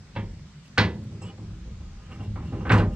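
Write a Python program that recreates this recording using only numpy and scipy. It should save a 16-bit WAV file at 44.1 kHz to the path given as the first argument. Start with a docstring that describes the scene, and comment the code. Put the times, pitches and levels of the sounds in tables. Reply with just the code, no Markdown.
"""Steel hitch knocked into a receiver tube

A heavy steel hitch is worked into a receiver tube on a parked truck, outdoors, near a small camera.
Each knock is a short force that rings the steel, rattles the frame and booms in the truck body.
Between knocks, trains of stick-slip clicks scrape and squeak the shank, and noise rocks the body modes.
Shaped stereo noise makes a quiet street floor, with a deep rumble that swells and fades."""
import sys
import numpy as np
from scipy import signal
from scipy.fft import rfft, irfft, next_fast_len
from scipy.io import wavfile
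from scipy.ndimage import uniform_filter1d

SR = 44100
rng = np.random.default_rng(int(sys.argv[2]) if len(sys.argv) > 2 else 0)


def natural_amplitude(level_db):
    """Convert a level in decibels to a linear amplitude factor, elementwise."""
    exponent = np.asarray(level_db, float) / 20
    return 10 ** exponent


def wrap_up_sound(samples):
    """Save the sound to the file named by the first command line argument, as 16-bit audio."""
    columns = np.atleast_2d(samples).T
    # keep every value between -1 and 1, then stretch to whole-number steps
    tamed = np.clip(columns, -1, 1)
    steps = np.round(tamed * 32767).astype(np.int16)
    wavfile.write(sys.argv[1], SR, steps)


N = 130095  # length in samples
FRAME_DRAWS = 3  # random draws of the frame ring, used in turn by successive knocks
BODY_RISE_S = 0.017  # swelling time of the truck body

# truck body modes: (pitch_hz, level_db, t60_s); the rocking uses a third of the t60
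BODY = [(48, -8.5, 0.15), (78, -12.5, 0.8), (91.1, -6.5, 0.29), (103.3, 4, 0.27), (166.3, -7, 0.41),
        (177.6, -4.5, 0.35), (207.1, -2, 0.33), (233.5, -9.5, 0.29), (320.6, -15.5, 0.53),
        (459, -8.5, 0.077), (527.4, -8, 0.09)]
# sliding of the shank, levels before each sound's own trim: (time_s, scrape_db, squeak_db, fine_grit_db)
SLIDE = [(.6, -91, -100, -110), (.66, -64, -57, -69), (.71, -86, -100, -110), (1.2, -84, -78, -100),
         (1.22, -60, -54, -72), (1.3, -49, -50, -80), (1.335, -73, -79, -110), (2.07, -58, -72, -100),
         (2.12, -41.5, -51, -71.5), (2.165, -60, -68, -76), (2.19, -49.5, -62, -97),
         (2.24, -58, -54.5, -67), (2.28, -96, -67, -100), (2.43, -45.5, -76, -96), (2.46, -59, -58, -74),
         (2.55, -44.5, -60.5, -83), (2.63, -75, -59.5, -91), (2.7, -51, -58, -71), (2.735, -44, -56, -52.5),
         (2.76, -42, -59, -60), (2.79, -30, -39, -58), (2.84, -59, -67, -74), (2.9, -44.5, -79, -99.5),
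         (2.935, -54, -59, -68), (2.95, -52, -63, -74.5)]


def evened(x):
    """Scales to rms 1."""
    return x / np.sqrt(np.mean(x ** 2) + 1e-20)


def read(points, hz):
    """Reads a spectrum on a log-frequency axis."""
    f, value = np.transpose(points)
    return np.interp(np.log(hz + 1), np.log(f + 1), value)


def curve(rows, column):
    """One control curve at sample rate."""
    return np.interp(np.arange(N) / SR, np.array(rows)[:, 0], np.array(rows)[:, column])


def add(mix, s, sound):
    """Mixes a sound in at time s."""
    part = mix[round(s * SR):][:len(sound)]
    part += sound[:len(part)]


def dull(x, hz, kind="low"):
    """Third-order low-pass (or high-pass)."""
    return signal.sosfilt(signal.butter(3, np.clip(hz, 20, 20000), kind, fs=SR, output="sos"), x)


def through(force, response):
    """Passes a force through an impulse response."""
    return signal.fftconvolve(force, response)[:N]


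def ringing(modes, rise_s):
    """Impulse response of decaying sine modes, swelling over rise_s, scaled by their summed power."""
    t = np.arange(SR) / SR
    ring = sum(natural_amplitude(db - 60 * t / t60) * np.sin(2 * np.pi * hz * t) for hz, db, t60 in modes)
    power = sum(natural_amplitude(2 * db) for _, db, _ in modes)
    return (1 - np.exp(-t / rise_s)) * ring / np.sqrt(power)


def pair_noise(shape_db, same, frames, size):
    """Spectra of two-channel noise, shaped over pitch and time, with a set left-right likeness."""
    hz = np.fft.rfftfreq(size, 1 / SR)[:, None]
    a, b, c, d = rng.standard_normal((frames, len(hz), 4)).T
    likeness = np.clip(read(same, hz), -1, 1)
    one, other = a + 1j * b, c + 1j * d
    spectra = np.array([one, likeness * one + np.sqrt(1 - likeness ** 2) * other])
    return spectra * natural_amplitude(shape_db(hz, np.arange(frames) * size / 4 / SR))


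def slips():
    """Stick-slip: clicks at random times, of random sign and uneven size, scaled to unit power."""
    slips_per_s, spread_db = 3000, 2.5
    size = natural_amplitude(spread_db * np.minimum(rng.exponential(1, N), 4)) * rng.choice([-1, 1], N)
    return evened(size * (rng.random(N) < slips_per_s / SR))


def squeal(bands, level_db, pitch=1.):
    """Slips ringing narrow high resonances of the shank in the tube; the bands may follow a pitch curve."""
    drive, out = slips() * natural_amplitude(level_db), np.zeros(N)
    for centre, width, db in bands:
        turn = np.exp(2j * np.pi * np.cumsum(centre * pitch * np.ones(N)) / SR)
        r = np.exp(-np.pi * width / SR)
        low = drive / turn  # the band shifted down to 0 Hz, smoothed twice, then shifted back up
        for _ in range(2):
            low = signal.lfilter([1 - r], [1, -r], low)
        out += natural_amplitude(db) * (turn * low).real * np.sqrt(SR / width)
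    return out


def street():
    """Far traffic and air: steady shaped noise, gently patchy in time and pitch."""
    level_db, patchy_db = -47, 1.3
    # relative spectrum of the street: (pitch_hz, level_db)
    street_spectrum = [(15, -43), (30, -21), (65, -10), (170, -2.5), (215, -13), (283, -22.5), (644, -30),
                       (1330, -29), (2340, -31.5), (5450, -33.5), (8000, -40), (9200, -51), (12000, -63.5),
                       (15000, -60.5)]
    # left-right likeness of the street: (pitch_hz, likeness)
    street_likeness = [(60, 0.99), (150, 1), (350, 0.87), (850, 0.53), (2060, 0.42), (5000, -0.22)]
    frames = N // 256 + 5
    patches = uniform_filter1d(rng.standard_normal((frames, 513)), 14, 0)
    patches = evened(uniform_filter1d(patches, 12, 1)).T

    def shape_db(hz, t):
        return read(street_spectrum, hz) + patchy_db * patches

    spectra = pair_noise(shape_db, street_likeness, frames, size=1024)
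    noise = signal.istft(spectra, nperseg=1024, noverlap=768)[1][:, :N]
    return natural_amplitude(level_db) * evened(noise)


def rumble():
    """Low narrow noise that swells and fades, alike in both ports."""
    # swell of the rumble: (time_s, level_db)
    rumble_swell = [(0, -64), (.15, -41), (.27, -34.5), (.5, -53.5), (.75, -76), (1.0, -51), (1.3, -65),
                    (1.52, -42.5), (1.72, -37), (1.9, -37.5), (2.25, -54), (2.35, -41.5), (2.5, -46),
                    (2.8, -26), (2.95, -34)]
    band = dull(dull(rng.standard_normal(N), 34.8, "high"), 67)
    return natural_amplitude(curve(rumble_swell, column=1)) * evened(band)


def rocking():
    """Weight rocking the body: steady noise through the body modes, with a moving level."""
    shorter = 3  # shorter, broader body modes, for a smooth unlumpy rumble
    # strength of the rocking: (time_s, level_db)
    rock_level = [(0, -46), (.16, -77), (.3, -44.5), (.59, -65), (.75, -71), (.96, -35), (1.25, -43),
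                  (1.64, -44), (1.94, -66), (2.15, -40), (2.3, -45.5), (2.45, -34), (2.55, -33),
                  (2.68, -32.5), (2.82, -21), (2.95, -35.5)]
    broad = ringing([(hz, db, t60 / shorter) for hz, db, t60 in BODY], BODY_RISE_S)
    noise = signal.fftconvolve(rng.standard_normal(N + SR), broad, "valid")[:N]
    return natural_amplitude(curve(rock_level, column=1)) * evened(noise)


def knocks():
    """Forces on the frame (per draw), on head, shank and tube, and on the body; soft contacts are duller."""
    first_touch = 5.7  # the first contact against the chatter after it
    soft_ring = 0.24  # exponent by which softer contacts ring the steel less
    push_per_softness = 1.16
    # knocks of the hitch: head first, then free shank, then shank in tube:
    # (start_s, steel_db, body_boom_db, contact_softness_ms, chatter_s)
    knock_rows = [(0.153, -50, -47.5, 0.092, 0.0076), (0.162, -30.5, -15.5, 0.35, 0.0033),
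                  (.172, -30, -64, 1.06, 0.008), (0.7758, -17, -31, 0.49, 0.0025),
                  (.78, -14, -5.5, 0.14, 0.032), (1.11, -32, -48, 2, 0.051),
                  (1.216, -31.5, -19.5, 1.37, 0.03), (1.379, -37.5, -25, 1.26, 0.023),
                  (1.425, -61, -22.5, 0.7, .01), (1.649, -39, -26, 1.83, 0.004),
                  (1.802, -45, -26, 1.2, 0.016), (2.196, -32.5, -18, 1.25, 0.0013),
                  (2.271, -88, -4, 3.8, 0.014), (2.358, -31.5, -72, 0.78, 0.0026),
                  (2.523, -19.5, -12.5, 1.77, 0.0017), (2.604, -32.5, -37, 1.02, 0.036),
                  (2.653, -25.5, -64, 0.62, 0.013), (2.665, -27.5, -42, 0.61, .012),
                  (2.694, -27.5, -28, 0.22, 0.0043), (2.701, -12.5, -4.5, 0.55, 0.00064),
                  (2.718, -21.5, -3, 0.065, 0.0013), (2.738, -12, -39, 0.89, 0.0115),
                  (2.778, -32, -30, 0.1, 0.0053), (2.799, -19, -11, 0.74, 0.0032),
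                  (2.824, -42, -14, 3.9, 0.0028), (2.845, -41, -28, 1.3, .01)]
    steel, struck, body = np.zeros((FRAME_DRAWS, N)), np.zeros((3, N)), np.zeros(N)
    t = np.arange(3000) / SR
    touch = 1. * (t == 0)
    for k, (s, db, boom_db, soft_ms, chatter_s) in enumerate(knock_rows):
        soft = soft_ms / 1000
        chatter = rng.standard_normal(len(t)) ** 3 / 4  # cubing makes it spiky
        burst = chatter + first_touch * np.sqrt(chatter_s * SR) / 4 * touch
        burst = burst * np.exp(-t / chatter_s)
        add(steel[k % FRAME_DRAWS], s, natural_amplitude(db) * dull(burst / np.linalg.norm(burst), 1 / soft))

        part = np.searchsorted((0.5, 1.0), s)  # head, then shank from 0.5 s, then tube from 1 s
        add(struck[part], s, natural_amplitude(db) * dull(touch, 1 / soft) * (0.29 / soft_ms) ** soft_ring)

        push = t * np.exp(-t / (0.00021 + soft * push_per_softness / 2))
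        add(body, s, natural_amplitude(boom_db) * push / push.sum())
    return steel, struck, body


def clack(steel):
    """Short hard clack of each steel contact: a few very quickly damped modes."""
    # modes of the clack: (pitch_hz, level_db, t60_s)
    clack_modes = [(1515, 4.5, 0.036), (2140, -22, 0.012), (2765, 1, 0.019), (4270, -3, .008),
                   (7500, -3.5, 0.0073)]
    return natural_amplitude(-1.5) * through(steel.sum(0), ringing(clack_modes, .0001))


def ringing_steel(forces):
    """Head, shank and tube each ring their own modes under their own force."""
    # the cast head, bumped first: (pitch_hz, level_db, t60_s)
    head_modes = [(544.7, 1.5, 0.31), (855, 0, 0.1), (935, 1, 0.24), (1220, -7, .2), (1530, -17, 0.24),
                  (2680, -3.5, 0.16), (3920, -9, .15)]
    # the shank hanging free: (pitch_hz, level_db, t60_s)
    shank_modes = [(497, -5, .3), (829, -2, .17), (1556, -1, .2), (1712, -5, .3), (1990, -3, .28),
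                   (2148, -7, .26), (2487, -8, .22), (2772, -11, .2), (3090, -9, .13), (3876, -5, .16),
                   (4021, -5, .14), (4195, -5, .1), (4307, 0, .17), (4635, -9, .16), (5373, -10, .16)]
    # the tube with the shank inside: (pitch_hz, level_db, t60_s)
    tube_modes = [(330, -0.5, 0.2), (410.4, -1, 0.27), (511.2, 1, 0.27), (604.4, -5, 0.51),
                  (797, 6.5, 0.14), (1025, 1, 0.19), (1230, 4, 0.17), (1770, -10.5, 0.13)]
    parts = zip(forces, (head_modes, shank_modes, tube_modes), (4, -4.5, -4.5))  # last: level in dB
    return sum(natural_amplitude(db) * through(force, ringing(modes, 0.00039)) for force, modes, db in parts)


def frame():
    """Dense modes of the tube and chassis: treble speaks first, each band dies at its own speed."""
    rise_cycles, low_hz = 3.5, 150
    # relative spectrum of the dense panel modes: (pitch_hz, level_db)
    panel_spectrum = [(120, -34), (220, 7.5), (350, 0), (520, -15), (680, -9.5), (900, -3), (1700, -4),
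                      (2620, -6.5), (4190, -9.5), (5450, -18), (7500, -29.5), (9500, -45), (13000, -42)]
    # decay of the panel modes: (pitch_hz, t60_s)
    panel_decay = [(250, 0.49), (600, 0.42), (1200, 0.23), (3000, 0.23), (7000, 0.17), (12000, .12)]
    # left-right likeness of the steel: (pitch_hz, likeness)
    steel_likeness = [(150, 1), (850, .97), (2000, .93), (5000, .88), (10000, .6)]

    def shape_db(hz, t):
        rise = 1 - np.exp(-(t + 0.0016) * (hz + 1) / rise_cycles)
        return read(panel_spectrum, hz) - 60 * t / read(panel_decay, hz) + 20 * np.log10(rise)

    spectra = pair_noise(shape_db, steel_likeness, frames=500, size=256)
    ring = dull(signal.istft(spectra, nperseg=256, noverlap=192)[1], low_hz, "high")
    return ring / np.sqrt(np.mean(ring[:, :900] ** 2))


def rattle(steel):
    """Each row of forces passes through one random draw of the frame ring, damped once the shank is home."""
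    level_db, seated_s, seated_db_per_s = -6, 2.84, -120
    panels = sum(signal.fftconvolve(force[None], frame(), axes=1)[:, :N] for force in steel)
    seated_for_s = np.maximum(np.arange(N) / SR - seated_s, 0)
    return natural_amplitude(level_db + seated_db_per_s * seated_for_s) * panels


def boom(body):
    """The push of each knock swells the low modes of the truck body."""
    return through(body, ringing(BODY, BODY_RISE_S))


def ticks():
    """Small dry ticks of grit or loose parts: very short damped clicks."""
    # ticks: (start_s, level_db, centre_hz)
    tick_rows = [(.396, -38, 1980), (0.469, -41.5, 2560), (.648, -42, 3550), (.68, -36.5, 4000),
                 (.955, -40.5, 6160), (1, -46, 7500), (1.041, -38, 9000), (1.127, -41, 5000),
                 (2.19, -46, 5000)]
    out, t = np.zeros(N), np.arange(200) / SR
    for s, db, hz in tick_rows:
        add(out, s, natural_amplitude(db) * np.exp(-t * hz / 0.47) * np.sin(2 * np.pi * hz * t))
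    return out


def scrape():
    """Stick-slip forces of the sliding shank: dulled for each frame draw, full-band on the tube."""
    scrape_hz, scrape_db, tube_db = 2400, -35.5, 12  # low-pass; trim; extra on the tube
    level_db = curve(SLIDE, column=1) + scrape_db
    on_frame = np.array([dull(slips(), scrape_hz) * natural_amplitude(level_db) for _ in range(FRAME_DRAWS)])
    return on_frame, slips() * natural_amplitude(level_db + tube_db)


def squeak():
    """Slips ring a cluster of bands whose pitch steps up as the shank is pressed, then eases down."""
    # bands of the squeak: (multiple_of_squeak_pitch, width_hz, level_db)
    squeak_bands = [(0.82, 200, -8), (0.995, 170, 2.5), (1.1, 260, -4), (1.5, 260, -13)]
    # pitch of the squeak: (time_s, pitch_hz)
    squeak_pitch = [(1.245, 2740), (1.262, 2970), (1.33, 2940), (2.05, 2810)]
    return squeal(squeak_bands, curve(SLIDE, column=2), curve(squeak_pitch, column=1))


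def fine_grit():
    """Slips ring broad, fixed bands high in the treble."""
    # bands of the grit: (centre_hz, width_hz, level_db)
    grit_bands = [(7150, 3300, 7), (9560, 830, -8), (11140, 560, -8.5), (12800, 900, -18.5)]
    return squeal(grit_bands, curve(SLIDE, column=3))


def whistle():
    """A brief thin high squeal: slips ring narrow, fixed bands."""
    # bands of the squeal: (centre_hz, width_hz, level_db)
    whistle_bands = [(5240, 70, -2), (6670, 90, -9), (7400, 110, -3), (7880, 70, 1.5), (8080, 100, -6)]
    # strength of the squeal: (time_s, level_db)
    whistle_level = [(1.205, -90), (1.218, -47.5), (1.24, -60), (1.255, -59), (1.28, -69), (1.3, -95)]
    return squeal(whistle_bands, curve(whistle_level, column=1))


def placed(pair):
    """The truck is to the right: the left port hears it a little later and softer."""
    # level of the steel, left minus right: (pitch_hz, level_db)
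    left_level = [(150, 0), (400, -1.5), (2000, -1), (5000, -3), (12000, -3.5)]
    # phase by which left leads, negative for lagging: (pitch_hz, phase_radians)
    left_lead = [(30, -.05), (250, -.12), (500, -.3), (2000, -.75), (4000, -1.1), (8000, -1.5)]
    size = next_fast_len(N + SR // 20)
    hz = np.fft.rfftfreq(size, 1 / SR)
    half = natural_amplitude(read(left_level, hz) / 2) * np.exp(.5j * read(left_lead, hz))  # shared by both ports
    # a mirrored, fading tail keeps the end from wrapping round abruptly
    tail = pair[:, ::-1][:, :size - N] * np.linspace(1, 0, size - N)
    spectrum = rfft(np.concatenate([pair, tail], axis=1))
    return irfft(spectrum * np.array([half, 1 / half]), size)[:, :N]


def scene():
    """Forces pass through the steel and the body, then reach the two ports over the street."""
    steel, struck, body = knocks()
    on_frame, on_tube = scrape()
    clacks = clack(steel)  # knocks alone, without the scrape
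    struck[-1] += on_tube
    mono = rocking() + clacks + ringing_steel(struck) + boom(body) + ticks()
    mono = mono + squeak() + fine_grit() + whistle()
    truck = placed(mono + rattle(steel + on_frame))
    return truck + street() + rumble()


def top_cut(x):
    """Nothing passes above the cut-off."""
    return signal.sosfilt(signal.butter(12, 14900, fs=SR, output="sos"), x)


def record(dry):
    """The camera's low cut at 35 Hz."""
    mix = dull(dry, 35, "high")
    return top_cut(mix)


dry = scene()
out = record(dry)
wrap_up_sound(out)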